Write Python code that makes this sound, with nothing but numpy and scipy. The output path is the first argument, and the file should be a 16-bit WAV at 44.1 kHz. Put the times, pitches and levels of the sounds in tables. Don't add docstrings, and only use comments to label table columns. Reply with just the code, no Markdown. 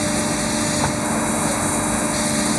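import sys
import numpy as np
from scipy import signal
from scipy.fft import rfft, irfft
from scipy.io import wavfile

SR = 44100
rng = np.random.default_rng(int(sys.argv[2]) if len(sys.argv) > 2 else 0)


def unload_audio(sound):
    columns = np.transpose(np.atleast_2d(sound))
    steps = np.round(np.clip(columns, -1, 1) * 32767)
    wavfile.write(sys.argv[1], SR, steps.astype(np.int16))


N = 113778


def undb(db):
    return 10 ** (np.asarray(db) / 20)


def unit(x):
    return x / np.sqrt(np.mean(x ** 2))


def curve(rows):
    return np.interp(np.arange(N) / SR, *np.array(rows).T)


def walk(rate_hz):
    f = np.fft.rfftfreq(N, 1 / SR)
    return unit(irfft(rfft(rng.standard_normal(N)) * (f > 0) / (1 + (f / rate_hz) ** 4), N))


def colour(x, spectrum):
    hz, db = np.array(spectrum).T
    f = np.fft.rfftfreq(N, 1 / SR) + 1
    gain = undb(np.interp(np.log(f), np.log(hz), db))
    return unit(irfft(rfft(x) * gain, N))


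def rush(spectrum, flicker_db=0, rate_hz=42):
    return colour(rng.standard_normal(N) * undb(flicker_db * walk(rate_hz)), spectrum)


def tone(hz):
    return np.sqrt(2) * np.sin(2 * np.pi * (np.cumsum(hz) / SR + rng.random()))


def load_level(loaded_db, free_db):
    freedom = curve([(.86, 0.29), (1.0, 0.78), (2.11, 1), (2.15, 0.65)])
    return loaded_db + (free_db - loaded_db) * freedom


def strike(blows, modes):
    out = np.zeros(N)
    for start, peak_db in blows:
        age = np.maximum(np.arange(N) / SR - start, 0)
        ring = np.zeros(N)
        for hz, db, t60 in modes:
            detuned_hz = hz * (1 + 0.0067 * rng.standard_normal())
            ring += undb(db - 60 * age / t60) * np.sin(2 * np.pi * detuned_hz * age)
        out += undb(peak_db) * ring / np.abs(ring).max()
    return out


# time in seconds, vane-passing frequency in Hz.
VANE_RATE = [(0, 298.6), (.5, 298.6), (.87, 298.3), (.93, 299.5), (1.5, 299.45), (2.12, 299.5),
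             (2.4, 298.5), (2.58, 299.0)]
# harmonic number, level under load in dB, level while the cores slide in dB.
PUMP_HARMONICS = [(1, -30, -31), (2, -29, -33), (4, -42, -45.5), (8, -46, -44), (9, -38, -64),
                  (13, -45.5, -40.5), (15, -47, -47.5), (16, -64, -57), (17, -47, -40), (19, -42, -51),
                  (20, -40, -47.5), (21, -57, -44.5), (22, -59, -51), (24, -45, -43.5), (26, -41.5, -41.5)]

def pump():
    vane_hz = curve(VANE_RATE) * (1 + 0.00041 * walk(12.3))
    return sum(tone(k * vane_hz) * undb(load_level(loaded, free) + 0.95 * walk(5.8))
               for k, loaded, free in PUMP_HARMONICS)


# frequency in Hz, relative density in dB.
VALVE_SPECTRUM = [(600, -52), (1300, -11.5), (1900, 9.5), (2700, -5), (3900, 7.5), (4700, 8), (5800, 4.5),
                  (7000, 2.5), (9000, -4.5), (13000, -43)]
LINES_SPECTRUM = [(4000, -31), (5800, -14), (7000, -6.5), (8300, -3), (9400, 1.5), (10100, -2),
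                  (11300, -10.5), (12200, -22.5), (12800, -23), (13300, -49)]
# time in seconds, level in dB.
VALVE_ENVELOPE = [(0, -29.5), (.4, -30.5), (.78, -27), (.85, -28.5), (.93, -34.5), (1.1, -41.5),
                  (1.42, -49), (1.48, -30), (1.7, -47), (2.115, -43), (2.145, -28), (2.35, -29),
                  (2.58, -29.5)]
LINES_ENVELOPE = [(0, -30), (.78, -29.5), (.9, -32), (.99, -35), (1.06, -31.5), (1.2, -31), (1.4, -28),
                  (1.7, -27.5), (2.08, -29), (2.35, -27.5), (2.58, -29)]
SONG_ENVELOPE = [(0, -52), (.55, -55), (.66, -37), (.82, -38), (.9, -56), (2.11, -58), (2.16, -53),
                 (2.58, -45)]
# delay in seconds, gain in dB.
PLATE_ECHOES = [(.00335, -17.5), (.0053, -22.5), (.0079, -8.5), (0.0101, -14.5)]

def oil():
    ripple = 1 + .07 * tone(curve(VANE_RATE))
    valve = rush(VALVE_SPECTRUM) * undb(curve(VALVE_ENVELOPE))
    lines = rush(LINES_SPECTRUM, flicker_db=1.37, rate_hz=24) * undb(curve(LINES_ENVELOPE))
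    hiss = (valve + lines) * ripple
    echoes = sum(undb(db) * np.roll(hiss, int(delay * SR)) for delay, db in PLATE_ECHOES)
    song = tone(6864 + 12 * walk(60)) * undb(curve(SONG_ENVELOPE) + 2 * walk(24))
    return hiss + echoes + song


# start in seconds, peak level of the ring in dB.
MOULD_BLOWS = [(.8385, -7.5), (.8455, -22), (.853, -15), (1.153, -14), (1.473, -24), (2.464, -17)]
# mode frequency in Hz, relative level in dB, time to decay by 60 dB in seconds.
MOULD_MODES = [(525, -4, 0.09), (780, -2, 0.063), (890, 4.5, 0.038), (1170, -5, 0.017), (1253, -6, 0.042),
               (2320, -17, 0.017)]

def clacks():
    t = np.arange(N) / SR
    decay_s = .007
    bursts = sum(undb(db) * (t >= start) * np.exp(-np.abs(t - start) / decay_s)
                 for start, db in MOULD_BLOWS)
    spectrum = [(200, -30), (900, 9), (1300, 4), (2200, -3), (8000, -31), (12000, -50)]
    cracks = undb(-12) * bursts * colour(rng.standard_normal(N), spectrum)
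    return strike(MOULD_BLOWS, MOULD_MODES) + cracks


# start in seconds, peak level in dB.
FRAME_BLOWS = [(.853, -14), (.865, -13), (.888, -21), (.903, -19.5), (.946, -18), (.987, -17)]
# mode frequency in Hz, relative level in dB, time to decay by 60 dB in seconds.
FRAME_MODES = [(70, -20, .15), (134, 11, 0.1), (164, -5, 0.073), (257, 5, 0.04)]

def thuds():
    return strike(FRAME_BLOWS, FRAME_MODES)


# frequency in Hz, relative density in dB.
SLIDE_SPECTRUM = [(250, -24.5), (450, -0.5), (700, 1.5), (1000, 3.5), (1300, -3), (1700, -3.5), (3000, -53)]
# time in seconds, level in dB.
SLIDE_ENVELOPE = [(0, -42.5), (.98, -36), (1.02, -31), (1.16, -26.5), (1.28, -28.5), (1.65, -27.5),
                  (2.05, -31.5), (2.25, -34), (2.58, -39)]
# centre frequency in Hz, bandwidth in Hz.
GUIDE_MODES = [(690, 68), (850, 50), (990, 62), (1210, 45)]

def slide():
    t = np.arange(N) / SR
    catches_per_s, groan_hz, groan_at_s, groan_width_s = 700, 558, 1.51, .024
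    catches = (rng.random(N) < catches_per_s / SR) * rng.standard_normal(N)
    rings = sum(signal.lfilter(*signal.iirpeak(hz, hz / width, fs=SR), catches)
                for hz, width in GUIDE_MODES)
    rub = rush(SLIDE_SPECTRUM, flicker_db=0.6, rate_hz=24)
    friction = unit(rub + 0.3 * colour(catches, SLIDE_SPECTRUM) + 0.38 * unit(rings))
    swell = np.exp(-np.abs(t - groan_at_s) / groan_width_s)
    groan = tone(groan_hz + 18 * walk(70)) * undb(-23) * swell
    return friction * undb(curve(SLIDE_ENVELOPE)) + groan


# frequency in Hz,
# level in dB.
SHAFT_TONES = [(99.7, -39), (149.6, -41), (199.4, -35), (224.4, -31), (249.3, -47), (349, -44.5),
               (399, -49), (623.5, -67), (920.5, -44), (1211, -45)]

def hum():
    return sum(tone(hz + 0.2 * walk(6.9)) * undb(db + 2 * walk(9.8)) for hz, db in SHAFT_TONES)


# frequency in Hz, level under load in dB, level while the cores slide in dB.
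DRIVE_TONES = [(1614.5, -51, -43.5), (2185, -43.5, -43.5), (8177, -43.5, -46), (9193.5, -50, -42.5),
               (9765, -45, -42), (9974, -47, -43.5), (11473, -58, -49.5)]

def whistles():
    return sum(tone(hz + 2.26 * walk(11.4)) * undb(load_level(loaded, free) + 2 * walk(6))
               for hz, loaded, free in DRIVE_TONES)


# frequency in Hz, relative density in dB.
RUMBLE_SPECTRUM = [(20, -24), (35, -31), (52, 3), (85, -7), (140, 0.5), (250, 0.5), (330, -4.5),
                   (450, -8.5), (850, -6.5), (1400, -12.5), (2300, -14), (3500, -21.5), (6000, -22.5),
                   (13000, -50.5)]

def rumble():
    return undb(-25) * rush(RUMBLE_SPECTRUM, flicker_db=0.74, rate_hz=11.3)


# time in seconds, gain in dB.
DRONE_SAG = [(0, 0.5), (.85, -0.5), (.9, -1), (.97, -1.5), (1.03, -1.5), (1.15, 0), (2.58, 0)]

def scene():
    drone = (pump() + hum() + whistles() + rumble()) * undb(curve(DRONE_SAG))
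    mono = drone + oil() + slide() + clacks() + thuds()
    return np.array([mono, mono])


# centre frequency in Hz, bandwidth of one filter pass in Hz.
MICROPHONE_NOTCHES = [(3010, 565), (5210, 440), (10570, 500)]

def record(dry):
    notched = dry
    for hz, width in MICROPHONE_NOTCHES:
        b, a = signal.iirnotch(hz, hz / width, fs=SR)
        notched = signal.lfilter(b, a, signal.lfilter(b, a, notched))
    leak = undb(-53.5) * dry
    low_cut = signal.butter(2, 48, "high", fs=SR, output="sos")
    high_cut = signal.ellip(10, .2, 80, 13050, fs=SR, output="sos")
    return signal.sosfilt(high_cut, signal.sosfilt(low_cut, notched + leak))


dry = scene()
out = record(dry)
unload_audio(out)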